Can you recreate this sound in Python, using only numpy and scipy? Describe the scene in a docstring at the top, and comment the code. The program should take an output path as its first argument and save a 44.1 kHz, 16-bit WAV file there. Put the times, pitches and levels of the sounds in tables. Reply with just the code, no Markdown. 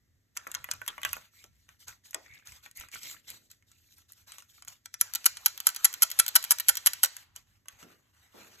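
"""Slack timing chain shaken by hand

A gloved hand shakes the steel chain of an open engine, close to a phone in a workshop. The links click
lightly in their plastic guide and the glove rubs along them by stick-slip friction. Then the loose run
is slapped against the guide about six times a second, each slap a volley of impacts, with softer ticks
on the way back. Each impact excites resonances: guide and block knock, plates clink, pins zing."""
import sys
import numpy as np
from scipy import signal
from scipy.fft import rfft, irfft, next_fast_len
from scipy.io import wavfile
from scipy.ndimage import uniform_filter1d, map_coordinates

SR = 44100
rng = np.random.default_rng(int(sys.argv[2]) if len(sys.argv) > 2 else 0)


def dump_mix(stems):
    """Bounce the given channels to the path in sys.argv[1] as a 16-bit WAV at rate SR."""
    frames = np.atleast_2d(stems).T  # one column per channel
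    limited = np.clip(frames, -1, 1)  # hard clip at full scale
    pcm = np.round(limited * 32767).astype(np.int16)
    wavfile.write(sys.argv[1], SR, pcm)


N = 379260

# slaps on the guide: start_s, pause_s, length_s, first_link_db, later_links_db, extra_knock_db, spot_hz
SLAPS = [(5.0117, 0.00085, .0013, 0, -8.5, -2, 1350), (5.2574, 0.0029, 0.0075, -1.5, 0.5, 0, 1350),
         (5.4599, 0.0032, 0.003, 1, -2.5, -0.5, 1460), (5.6688, .003, .0036, 3, -3, -2.5, 1510),
         (5.8453, .003, 0.009, 0, -0.5, -2, 1780), (6.0217, .0026, 0.012, 1, -1.5, -0.5, 1380),
         (6.1897, 0.0033, 0.01, -2.5, -1.5, 0, 1470), (6.3542, .0024, 0.011, 0, -1.5, 1.5, 1500),
         (6.5076, .0022, .0135, 1.5, -4, -1, 1520), (6.6846, .0039, 0.011, 1, -0.5, -0.5, 1620),
         (6.8612, .0065, .0124, 0, -2, 1, 1530), (7.0327, 0.0039, .0046, -1.5, -0.5, 2, 1470)]
def volleys(max_links=6, link_gap_s=.0023, bunching=.8, time_scatter=.07, scatter_db=1.8):
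    """Successive collisions: one link lands, then its neighbours follow raggedly, ever closer in time."""
    rows = []
    dulling_db = np.array([0.97, 0, -2])  # knock, clink, zing: change towards the last link
    for start_s, pause_s, length_s, first_db, later_db, knock_db, _ in SLAPS:
        link_db = np.array([-24.5 + knock_db, -18, -12])
        rows.append((start_s, *(first_db + link_db)))
        followers = min(max_links, 1 + round(abs(length_s - pause_s) / link_gap_s))
        for turn, (late, hard) in zip(np.linspace(0, 1, followers), rng.standard_normal((max_links, 2))):
            place = abs(turn ** bunching + time_scatter * late)
            levels_db = link_db + later_db + turn * dulling_db + scatter_db * hard
            rows.append((start_s + pause_s + (length_s - pause_s) * place, *levels_db))
    return rows


# single links clicking: start_s, knock_db, clink_db, zing_db
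CLICKS = [(0.3672, -36.5, -39.5, -42), (0.3721, -34.5, -27, -38), (0.4684, -32.5, -53, -50),
          (.4726, -52, -43, -42.5), (0.5158, -43.5, -34.5, -39), (0.5422, -35.5, -38, -39),
          (0.5491, -30.5, -28, -36), (0.6424, -33.5, -40.5, -34.5), (0.6881, -36, -53, -56),
          (0.7132, -30.5, -21.5, -33.5), (0.7364, -41.5, -48, -38), (0.8162, -31.5, -50, -46.5),
          (.8635, -46, -46, -43), (0.8782, -31.5, -30, -27.5), (0.8835, -35.5, -31.5, -35),
          (0.9803, -34, -51, -53), (1.0165, -45, -47, -48), (1.0319, -29.5, -37, -37),
          (1.0497, -22.5, -27, -29.5), (1.0914, -43, -38, -59), (1.1308, -30, -31, -23.5),
          (1.167, -36.5, -62, -42), (1.4409, -50, -47.5, -54), (1.6898, -48, -52.5, -63),
          (1.8819, -49, -36.5, -61), (2.1087, -72, -47, -44), (2.131, -47, -51, -64),
          (2.1449, -31, -29, -35), (2.349, -60, -63, -58), (2.4718, -49.5, -41, -65),
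          (2.521, -47, -46, -58), (2.6613, -42, -49.5, -64), (2.7124, -58, -49, -51),
          (2.7723, -67, -47, -37), (2.799, -61, -44, -38.5), (2.81, -42, -41.5, -56),
          (2.886, -51.5, -50.5, -55), (2.916, -55, -49, -56), (2.926, -53, -52, -61),
          (2.942, -56, -42, -49), (2.948, -56, -38.5, -43), (3.032, -58, -38, -48),
          (3.112, -44.5, -44, -43), (3.3021, -61, -38.5, -36.5), (3.5142, -57, -47.5, -47.5),
          (3.6243, -61, -68, -77), (3.716, -61, -53, -63), (3.9825, -59, -62, -52),
          (4.121, -63, -48, -43.5), (4.133, -66, -53, -58), (4.3201, -45.5, -40, -55),
          (4.357, -59, -60, -60), (4.3833, -45.5, -42, -50), (4.4225, -52, -50.5, -63),
          (4.6229, -48, -43, -55), (4.649, -59, -51, -51), (4.6765, -46, -46, -50), (4.6815, -46, -34, -44),
          (4.8579, -40.5, -37, -45.5), (4.9409, -38, -33, -37.5), (5.2433, -38, -37, -45),
          (5.3702, -39, -34.5, -46), (6.9335, -32.5, -29, -28.5), (7.1665, -43.5, -35, -38),
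          (7.362, -44, -37, -40), (7.657, -55.5, -63, -66.5), (7.6839, -41.5, -37.5, -39),
          (7.828, -45.5, -51.5, -68)]
def link_contacts():
    """Impact excitation: single clicks and slap volleys form one train of blows."""
    return np.array(sorted(CLICKS + volleys(), key=lambda row: row[0]))


# resonances of guide, block and links by the sprocket: centre_hz, width_hz, lift_db
LOWER_MODES = [(546, 68, 11), (654, 18, 13.5), (815, 52, 13.5), (951, 38, 19.5), (1115, 65, 8.5),
               (1360, 180, 9), (1530, 240, 6.5), (1730, 270, 1), (1920, 310, 6), (3132, 170, 16.5),
               (3310, 39, 13.5), (4030, 32, 8), (5830, 91, 5.5), (6920, 100, 6), (6660, 410, -3.5),
               (7420, 88, 4), (11070, 980, 9), (11700, 270, 4), (13700, 260, 3.5)]
# spectra of the block's knock, the plates' clink and the pins' zing: frequency_hz, level_db
KNOCK = [(60, -34), (350, -38), (600, -19), (1000, -12.5), (1450, 0.5), (2400, 3.5), (3200, -1),
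         (4500, 12.5), (5400, -17), (9000, -60)]
CLINK = [(2500, -73), (4000, -11.5), (4800, -2.5), (6700, -1), (8300, -4.5), (9600, -1), (10800, -38.5),
         (14000, -66.5)]
ZING = [(6000, -70), (8800, -17.5), (9900, -5.5), (11100, 6.5), (12200, -1), (13200, 4.5), (14200, -5.5),
        (15400, -3), (16500, -36)]
# long-ringing modes of the block: pitch_hz, level_db, t60_s
BLOCK_RINGS = [(563, -68, 0.25), (965, -69, 0.16), (1359, -65, 0.13), (3120, -61, 0.04), (6800, -57.5, .12)]
def lower_run(rows):
    """Modal response: links landing by the sprocket set block, plates and pins vibrating."""
    knock = strikes(rows, 1, KNOCK, LOWER_MODES, crack_s=.00048, chatter_s=.0038, chatter_db=-6,
                    ripple_db=4.5, tilt_db=-.92)
    clink = strikes(rows, 2, CLINK, LOWER_MODES, crack_s=.00049, chatter_s=.0021, chatter_db=-7,
                    ripple_db=2.8)
    zing = strikes(rows, 3, ZING, LOWER_MODES, crack_s=.00024, chatter_s=.0007, chatter_db=-6,
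                   ripple_db=2.8)
    return ring_on(knock + clink + zing + back_swings(), BLOCK_RINGS)


# links ticking on the way back: start_s, level_db
RETURNS = [(5.1365, 0), (5.15, 3.5), (5.1555, 5.5), (5.4814, -6.5), (5.577, -6.5), (5.6023, -0.5),
           (5.6819, -1.5), (5.6893, 3), (5.7013, -9.5), (5.7472, -8.5), (5.762, -1.5), (5.7662, -7),
           (5.9286, -8), (5.9395, -1.5), (6.102, -4.5), (6.1147, 1), (6.12, -10), (6.2635, 1),
           (6.2807, 5.5), (6.2878, 0), (6.4265, -5), (6.4403, 2), (6.448, -5), (6.5853, -1.5),
           (6.5987, 4.5), (6.603, 2.5), (6.754, -2), (6.7703, 2), (6.774, -1), (7.046, 11), (7.058, 1)]
# spectrum of a bright tick: frequency_hz, level_db
TICK = [(2500, -38), (4200, -8), (6500, -2.5), (11000, -10), (12800, -3.5), (15600, -2), (16500, -19.5)]
def back_swings():
    """Rebound: the run swings back and its links collide in light, crisp ticks."""
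    rows = np.array([(start_s, db - 35, db - 26.5) for start_s, db in RETURNS])
    knock = strikes(rows, 1, KNOCK, LOWER_MODES, crack_s=.000094, chatter_s=.0058, chatter_db=-4.5,
                    ripple_db=3.5)
    tick = strikes(rows, 2, TICK, LOWER_MODES, crack_s=.00063, chatter_s=.0024, chatter_db=-13.5,
                   ripple_db=2.5)
    return knock + tick


# spectrum of a narrow resonance: pitch_ratio, level_db
PING_SHAPE = [(.6, -39), (.88, -7.5), (1, 1), (1.121, -13), (1.601, -34.5)]
def struck_spots(level_db=-28, t60_s=.044):
    """Local resonance: each slap rings the guide at the pitch of the place where it lands."""
    rows = [(start_s + length_s / 2, hz, level_db + later_db / 2 + knock_db, t60_s)
            for start_s, _, length_s, _, later_db, knock_db, hz in SLAPS]
    return bursts(rows, PING_SHAPE, rise_s=.0013)


# resonances of the chain in the upper guide: centre_hz, width_hz, lift_db
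UPPER_MODES = [(624, 8.6, -4.5), (972, 92, 11.5), (1115, 33, 14), (1284, 140, 6), (1470, 310, 6),
               (1973, 290, 8.5), (2470, 130, 8), (2940, 250, 8), (3294, 140, 11), (6800, 610, 5.5),
               (7760, 120, -10), (10800, 550, -2.5)]
# spectra of the guide's knock and the plates' clink: frequency_hz, level_db
UPPER_KNOCK = [(60, -36), (350, -20), (600, -8), (1000, -6), (1450, 3.5), (2400, 1), (3200, -5.5),
               (4500, -8.5), (5400, -32), (9000, -62)]
UPPER_CLINK = [(2500, -55), (4000, -7.5), (6700, -1), (8200, -2), (9600, 1), (14000, -44.5)]
# long-ringing modes of the upper guide: pitch_hz, level_db, t60_s
GUIDE_RINGS = [(630, -55.5, 0.27), (965, -68.5, .25), (1160, -67, 0.21), (1350, -62.5, 0.36)]
def upper_run(rows):
    """Modal response: single links click and clack against the plastic upper guide."""
    knock = strikes(rows, 1, UPPER_KNOCK, UPPER_MODES, crack_s=.00034, chatter_s=.0076, chatter_db=-13,
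                    ripple_db=6, tilt_db=.88)
    clink = strikes(rows, 2, UPPER_CLINK, UPPER_MODES, crack_s=.00042, chatter_s=.0016, chatter_db=-9,
                    ripple_db=3)
    zing = strikes(rows, 3, ZING, UPPER_MODES, crack_s=.00051, chatter_s=.0023, chatter_db=-22.5,
                   ripple_db=1.5)
    return ring_on(knock + clink + zing, GUIDE_RINGS)


# links landing edge-on: start_s, pitch_hz, level_db, t60_s
PINGS = [(.3728, 6600, -49, .04), (.5495, 6540, -24, 0.02), (.714, 6600, -33, .035),
         (2.1455, 8150, -21, 0.015), (0.879, 3300, -30, 0.07), (1.032, 3300, -35, 0.09),
         (1.05, 2780, -30.5, 0.077), (2.146, 950, -45, 0.072), (1.05, 1570, -33.5, 0.084),
         (2.146, 640, -49, 0.18), (2.146, 1210, -48, 0.1), (2.661, 2200, -40, 0.024),
         (6.36, 3100, -31, .05), (6.867, 4100, -33, .05)]
def pings():
    """Damped resonance: an edge-on blow briefly rings the link or the guide."""
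    return bursts(PINGS, PING_SHAPE, rise_s=.0012)


# chatter after taps in the upper guide: start_s, rise_s, hold_s, level_db
RATTLES = [(.37, 0.007, 0.025, -55), (.47, .008, 0.0066, -59), (.547, 0.0088, 0.0045, -51),
           (.714, .008, 0.007, -51), (.88, .008, .005, -51.5), (1.05, 0.0053, .01, -52),
           (1.135, 0.0088, 0.014, -59)]
def rattle(tick_db=-5):
    """Repeated collisions: loose links chatter in the hollow guide, with sharper ticks among them."""
    shaking, = swells(RATTLES, t60_s=.25)
    hollow = grains(centre_hz=1372, spread=.15, cycles=4, size_db=2, count=3500, size=320)
    ticks = grains(centre_hz=3600, spread=.4, cycles=2.3, size_db=4.5, count=700, size=128)
    return shaking * (hollow + amp(tick_db) * ticks)


# strokes of glove and sliding links: start_s, rise_s, hold_s, hiss_db, scrape_db
STROKES = [(.35, 0.0052, .9, -64, -65.5), (1.04, 0.022, .1, -51, -60), (1.18, 0.053, 0.022, -64, -82),
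           (1.3, 0.055, 0.099, -63.5, -80), (1.5, 0.031, 0.23, -74.5, -87), (1.68, 0.0082, 0.016, -65, -63),
           (1.785, 0.028, 0.0056, -56.5, -77), (1.865, 0.018, 0.011, -47, -50.5),
           (2.03, 0.036, 0.026, -54.5, -67), (2.16, 0.033, 0.21, -68, -78), (2.445, 0.029, 0.016, -51, -59),
           (2.5, 0.022, 0.049, -58.5, -62), (2.62, 0.022, .015, -55.5, -63), (2.745, 0.026, .004, -51, -77),
           (2.785, 0.013, 0.021, -48.5, -58), (2.905, 0.036, 0.046, -48, -78),
           (2.99, 0.053, 0.088, -46.5, -64), (3.22, 0.038, .01, -65.5, -81),
           (3.265, 0.026, 0.011, -46, -60), (3.33, 0.0072, 0.01, -51.5, -59), (3.4, 0.017, 0.041, -69, -88),
           (3.497, 0.0084, 0.0052, -55.5, -73), (3.66, 0.014, 0.24, -70, -94),
           (3.89, 0.033, .003, -61, -83), (3.95, 0.024, 0.043, -64.5, -80),
           (4.075, 0.027, 0.0082, -60, -79), (4.14, 0.043, 0.031, -64.5, -74),
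           (4.26, 0.026, 0.073, -58.5, -67), (4.375, 0.014, 0.016, -55, -70),
           (4.475, 0.031, .003, -59.5, -83), (4.52, 0.032, 0.038, -60, -83),
           (4.665, 0.018, 0.047, -56, -64), (5.03, .012, 0.63, -58.5, -61.5),
           (5.65, .012, 1.33, -54.5, -57), (7.1, .04, 0.075, -57.5, -65), (7.35, 0.013, 0.0086, -56, -60.5),
           (7.46, 0.018, 0.097, -73.5, -76.5), (7.68, 0.018, .25, -67.5, -65),
           (7.77, .035, .025, -56.5, -56.5), (7.9, 0.018, 0.19, -77, -77),
           (8.12, 0.036, 0.17, -68.5, -67.5), (8.3, 0.1, 0.073, -57.5, -59), (8.46, .03, .11, -62.5, -63)]
# the glove chafing on the guide and rasping over link edges: start_s, rise_s, hold_s, level_db
CHAFES = [(1.33, .03, 0.042, -66.5), (2.22, 0.045, .01, -60), (2.29, 0.028, 0.036, -57),
          (2.48, 0.021, 0.032, -65)]
RASPS = [(2.755, 0.032, 0.036, -51.5), (2.92, 0.019, .012, -48.5), (2.98, 0.043, 0.12, -57.5),
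         (3.265, 0.02, .025, -56.5), (4.27, 0.055, 0.077, -67)]
# spectra of these four friction noises: frequency_hz, level_db
HISS = [(1500, -24), (3000, -6.5), (4100, -2), (5100, -5), (6700, -2), (8000, -5.5), (9700, -11.5),
        (12300, -5), (13700, -7.5), (14600, -18), (16000, -23)]
SCRAPE = [(150, -28), (600, -10.5), (1000, -4.5), (1500, -1), (2200, -3.5), (2900, -5), (4000, -17.5),
          (8000, -56.5)]
CHAFING = [(800, -38), (1600, -5.5), (2200, 12), (2600, 0), (3200, -21), (5000, -28)]
RASPING = [(1000, -44), (2050, 11), (3100, 1), (4400, -36), (5200, -24), (9000, -38)]
def glove(stick_db=1.5, pressure_db=1.07, snap_db=2, snaps_per_s=140, snap_s=.0006, grit_db=-4):
    """Stick-slip friction: rubber drags over oily links under uneven pressure; they answer with grit."""
    hiss, scrape = swells(STROKES, t60_s=.18)
    chafe, = swells(CHAFES, t60_s=.39)
    rasp, = swells(RASPS, t60_s=.19)
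    impulses = (rng.random(N) < snaps_per_s / SR) * rng.random(N)
    snaps = signal.lfilter([amp(snap_db)], [1, -np.exp(-1 / (snap_s * SR))], impulses)
    slips = unit(amp(stick_db * wobble(70) + pressure_db * wobble(24)) + snaps)
    friction = hiss * noise(HISS) + scrape * noise(SCRAPE) + chafe * noise(CHAFING) + rasp * noise(RASPING)
    rubbing = slips * passing_resonances(friction, depth_db=3.5)
    grit = grains(centre_hz=3200, spread=.45, cycles=4.9, size_db=4.5, count=2000, size=192)
    return rubbing, amp(grit_db) * np.sqrt((hiss / 2) ** 2 + rasp ** 2 + chafe ** 2) * grit


def swish(contacts, swell_s=.007, swish_db=-23.5):
    """Sliding friction: the links hiss over each other just before they land."""
    t, power = np.arange(-SR // 20, 0) / SR, np.zeros(N)
    for start_s, _, clink_db, _ in contacts:
        landing = round(start_s * SR)
        power[landing - len(t):landing] += (amp(clink_db + swish_db) * np.exp(t / swell_s)) ** 2
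    return np.sqrt(power) * noise(HISS)


# dull thuds, steps, low rustle and after-ring: start_s, centre_hz, level_db, t60_s
THUDS = [(1.442, 540, -60, 0.11), (2.146, 620, -49, 0.28), (2.795, 50, -53.5, 0.22),
         (3.03, 249, -67.5, 0.88), (3.3, 265, -65.5, 0.69), (7.036, 1630, -56.5, 0.92),
         (7.826, 298, -53, 0.42), (8.343, 393.5, -54.5, 0.79)]
# their spectrum: centre_ratio, level_db
THUD_SHAPE = [(.15, -33), (.5, 4), (1, 6.5), (1.6, 2), (2.4, -2.5), (4, -20), (8, -19), (20, -53)]
def thuds():
    """Broadband decay: dull thuds, steps, low rustle and after-ring, each a fading band of noise."""
    return bursts(THUDS, THUD_SHAPE, rise_s=.00086)


# decay of the workshop: frequency_hz, t60_s
ROOM_DECAY = [(200, 0.22), (1000, 0.12), (3000, 0.5), (7000, 0.36), (11000, 0.14), (16000, 0.25)]
# colour of the reflections: frequency_hz, gain_db
ROOM_COLOUR = [(200, 19), (1000, 6), (2000, 3), (2750, .5), (3100, -5), (3600, -.5), (7000, -2), (9500, -6),
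               (11500, -8), (15000, -10.5)]
def workshop(x, bay_db=3, bay_t60_s=.065):
    """Reverberation: reflections die quickly in the engine bay, more slowly in the workshop."""
    hz, t, spectra = signal.stft(rng.standard_normal((2, SR // 2)), SR, nperseg=256)
    fade = amp(-60 * t / along(ROOM_DECAY, hz)[:, None]) + amp(bay_db - 60 * t / bay_t60_s)
    tail = signal.istft(spectra * fade, SR, nperseg=256)[1]
    delayed = np.pad(x, (SR // 300, 0))[None]
    wet = signal.fftconvolve(delayed, tail / np.linalg.norm(tail[0]), axes=1)[:, :N]
    return ports(filtered(wet, lambda hz: amp(along(ROOM_COLOUR, hz))), FAR_ALIKE)


# the phone shifting in the hand: start_s, rise_s, hold_s, level_db
SHIFTS = [(.595, .01, .04, -63), (.72, .01, .08, -64), (.9, .02, 0.038, -60), (1.05, 0.013, 0.063, -61),
          (1.85, .008, 0.042, -67), (2.29, .008, 0.051, -65.5), (2.48, .008, .025, -62.5),
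          (2.77, 0.0073, .025, -63), (3.29, .008, 0.055, -66), (4.68, 0.0088, 0.03, -65),
          (7.73, .008, .1, -72)]
# spectra of handling rumble and still air: frequency_hz, level_db
RUMBLE = [(20, -35), (40, -9.5), (60, -2.5), (90, 0.5), (130, -9), (200, -19.5), (600, -60)]
AIR = [(30, -18.5), (100, 1.5), (160, -8), (260, -7), (420, -17.5), (900, -26), (1500, -22.5), (1900, -14),
       (2400, -25.5), (7000, -22.5), (10000, -32.5), (12500, -24.5), (16000, -43.5)]
def background(rumble_db=-77, waver_db=5.5, hum_hz=99.2, hum_db=-81.5, air_db=-76):
    """Noise floor: structure-borne rumble of the held phone, mains hum and still air."""
    shift, = swells(SHIFTS, t60_s=.3)
    rumble = np.hypot(amp(rumble_db), shift) * amp(waver_db * wobble(12))
    hum = np.sqrt(2) * np.sin(2 * np.pi * hum_hz * np.arange(N) / SR + .4 * wobble(3.4))
    return rumble * noise(RUMBLE) + amp(hum_db) * hum + amp(air_db) * noise(AIR)


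def strikes(rows, column, spectrum, modes, crack_s, chatter_s, chatter_db, ripple_db, tilt_db=0):
    """Source and filter: a crack and fading chatter ring the modes, at the level in the given column."""
    size = 4096
    t, hz = np.arange(size) / SR, np.fft.rfftfreq(size, 1 / SR)
    lift = 1 + sum((amp(db) ** 2 - 1) / (1 + (2 * (hz - centre) / width) ** 2)
                   for centre, width, db in modes)
    body = amp(along(spectrum, hz)) * np.sqrt(np.abs(lift))
    crack = t / crack_s * np.exp(1 - t / crack_s)
    chatter = amp(chatter_db) * np.exp(-t / chatter_s) * (1 - np.exp(-t / crack_s))
    track, last_s = np.zeros((2, N + size)), -1
    for (start_s, knock_db, clink_db, *_), db in zip(rows, rows[:, column]):
        if start_s - last_s > .03:  # each swing lands other links, with small resonances of their own
            ripple = unit(map_coordinates(rng.standard_normal(len(hz)), [hz / 110]))
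            comb = amp(ripple_db * ripple * hz / (hz + 900))
        last_s = start_s
        # the balance of clink and knock tilts the treble
        tilt = amp(tilt_db * (clink_db - knock_db) * np.log2(1 + hz / 1500))
        force = (crack + chatter) * rng.standard_normal((2, size))
        ring = irfft(rfft(force) * minimum_phase(body * comb * tilt, size))
        energy = np.sum(ring ** 2, axis=1, keepdims=True)
        track[:, round(start_s * SR):][:, :size] += amp(db) * ring * np.sqrt(.002 * SR / energy)
    return track[:, :N]


def ring_on(pair, modes):
    """Free vibration: damped sines prolong the first signal, the part common to both microphones."""
    t = np.arange(SR // 3) / SR
    ring = sum(amp(db - 60 * t / t60_s) * np.sin(2 * np.pi * hz * t) for hz, db, t60_s in modes)
    pair[0] += signal.fftconvolve(pair[0], ring)[:N]
    return pair


def bursts(rows, shape, rise_s):
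    """Exponential decay: one fading band of noise for each row."""
    track = np.zeros((2, N + SR))
    for start_s, centre_hz, db, t60_s in rows:
        size = SR if t60_s > .3 else SR // 4
        t = np.arange(size) / SR
        band = noise([(centre_hz * ratio, level) for ratio, level in shape], size)
        envelope = amp(db - 60 * t / t60_s) * (1 - np.exp(-t / rise_s))
        track[:, round(start_s * SR):][:, :size] += envelope * band
    return track[:, :N]


def grains(centre_hz, spread, cycles, size_db, count, size):
    """Shot noise: tiny damped ticks of random time, pitch and strength, as a pair of rms 1."""
    t, starts = np.arange(size) / SR, rng.integers(N, size=(count, 1))
    hz = centre_hz * np.exp(spread * np.clip(rng.standard_normal((count, 1)), -2, 2))
    strength = amp(size_db * np.minimum(rng.exponential(size=(count, 1)), 3.5))
    ticks = strength * np.exp(-t * hz / cycles) * np.sin(2 * np.pi * hz * t)
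    places = (starts + np.arange(size)).ravel()
    signs = rng.choice([-1, 1], (2, count, 1))
    return unit(np.array([np.bincount(places, (ticks * sign).ravel(), N)[:N] for sign in signs]))


def passing_resonances(x, depth_db):
    """Time-varying filter: peaks a few hundred hertz wide come and go as the contact point moves."""
    spectra = signal.stft(x, nperseg=512)[2]
    field = uniform_filter1d(rng.standard_normal(spectra.shape[1:]), size=4, axis=0)
    field = uniform_filter1d(field, size=10, axis=1)
    return signal.istft(spectra * unit(amp(depth_db * unit(field))), nperseg=512)[1][:, :N]


def swells(rows, t60_s):
    """Incoherent addition: rise-hold-release envelopes sum in power, one curve per level column."""
    power = np.zeros((len(rows[0]) - 3, N))
    for start_s, rise_s, hold_s, *db in rows:
        start = round(start_s * SR)
        t = np.arange(min(N - start, round((rise_s + hold_s + t60_s) * SR))) / SR
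        attack = np.sin(np.pi / 2 * np.minimum(t / rise_s, 1)) ** 2
        release = amp(-60 * np.maximum(t - rise_s - hold_s, 0) / t60_s)
        power[:, start:start + len(t)] += np.outer(amp(db), attack * release) ** 2
    return np.sqrt(power)


# left-right likeness of reflections and noise: frequency_hz, coherence
FAR_ALIKE = [(70, 0.95), (170, 0.45), (900, 0.6), (1800, .2), (3500, .3), (5000, .65), (6800, .92),
             (8300, .7), (9800, .95), (11200, .8), (12500, .95), (15000, 0.95)]
def noise(spectrum, size=N):
    """Spectral shaping: coloured, partly coherent stereo noise of rms 1."""
    m = next_fast_len(size, True)
    hz = np.fft.rfftfreq(m, 1 / SR)
    white = rng.standard_normal((2, 2 * len(hz))).view(complex)
    return unit(irfft(port_spectra(white * amp(along(spectrum, hz)), hz, FAR_ALIKE), m)[:, :size])


# phase between the two microphone ports: frequency_hz, left_lead_rad
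PORT_PHASE = [(100, 0), (500, -.2), (950, -.9), (1810, .8), (2240, .1), (3100, -.7), (3790, .7),
              (4130, 2.2), (5250, 3.6), (6290, 5.9), (8010, 6.9), (8870, 8.9), (10400, 9.9), (11800, 12.2),
              (13000, 12.9), (14000, 15.2), (16400, 15.9)]
def port_spectra(spectra, hz, alike):
    """Partial coherence: the sum and difference of two spectra, shifted in phase, give left and right."""
    likeness = np.clip(along(alike, hz), 0, 1)
    shared = spectra[0] * np.sqrt((1 + likeness) / 2)
    apart = spectra[1] * np.sqrt((1 - likeness) / 2)
    lead = np.exp(.5j * along(PORT_PHASE, hz))
    return np.array([(shared + apart) * lead, (shared - apart) * lead.conj()])


def ports(pair, alike):
    """Spaced pickup: a pair of signals as the two microphones hear it."""
    m = next_fast_len(N + 8192, True)
    return irfft(port_spectra(rfft(pair, m), np.fft.rfftfreq(m, 1 / SR), alike), m)[:, :N]


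def minimum_phase(gain, size):
    """Causality: the response with this gain that rings only after the blow."""
    cepstrum = irfft(np.log(np.maximum(gain, 1e-6)))
    cepstrum[1:size // 2] *= 2
    cepstrum[size // 2 + 1:] = 0
    return np.exp(rfft(cepstrum))


def filtered(x, response):
    """Linear filtering: the spectrum of x times a frequency response."""
    m = next_fast_len(x.shape[-1] + 8192, True)
    return irfft(rfft(x, m) * response(np.fft.rfftfreq(m, 1 / SR)), m)[..., :x.shape[-1]]


def wobble(rate_hz):
    """Random modulation: a smooth curve through rate_hz knots a second."""
    return map_coordinates(rng.standard_normal(int(N * rate_hz / SR) + 4), [np.arange(N) * rate_hz / SR])


def along(points, hz):
    """Interpolation on a logarithmic frequency axis."""
    knots_hz, values = np.transpose(points)
    return np.interp(np.log(hz + 1), np.log(knots_hz + 1), values)


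def amp(db):
    """Decibels as an amplitude ratio."""
    return 10 ** (np.asarray(db) / 20)


def unit(x):
    """Normalisation to rms 1."""
    return x / np.sqrt(np.mean(x ** 2) + 1e-20)


# left-right likeness of direct sound: frequency_hz, coherence
NEAR_ALIKE = [(100, 0), (1200, 0.3), (2200, 0.5), (4500, 0.55), (6500, 0.89), (15000, 0.97)]
# balance of sound from the sprocket: frequency_hz, left_minus_right_db
LOWER_BALANCE = [(500, 2), (900, -0.5), (1350, -9), (1900, 1), (2600, -3.5), (3600, 1), (7000, 0)]
def scene(hand_down_s=4.8, hand_up_s=7.1, room_db=-13):
    """Superposition: chain, hand, reflections and background add at the two microphones."""
    contacts = link_contacts()
    # the hand moves from the upper guide down to the sprocket and back
    above = (contacts[:, 0] < hand_down_s) | (contacts[:, 0] > hand_up_s)
    upper, lower = upper_run(contacts[above]), lower_run(contacts[~above])
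    rubbing, grit = glove()
    upper += rattle() + grit
    sprocket = filtered(ports(lower, NEAR_ALIKE) + struck_spots(),
                        lambda hz: amp(np.outer([.5, -.5], along(LOWER_BALANCE, hz))))
    room = amp(room_db) * workshop(amp(-.5) * upper[0] + lower[0])
    movement = swish(contacts) + rubbing + thuds()
    return sprocket + ports(upper, NEAR_ALIKE) + pings() + movement + room + background()


def record(dry, ceiling=.85, top_hz=16700):
    """Saturation and band limiting: a soft limiter rounds off the hardest peaks; the top treble is cut."""
    rounded = dry / (1 + (dry / ceiling) ** 8) ** (1 / 8)
    return filtered(rounded, lambda hz: np.clip((top_hz - hz) / 900, 0, 1))


dry = scene()
out = record(dry)
dump_mix(out)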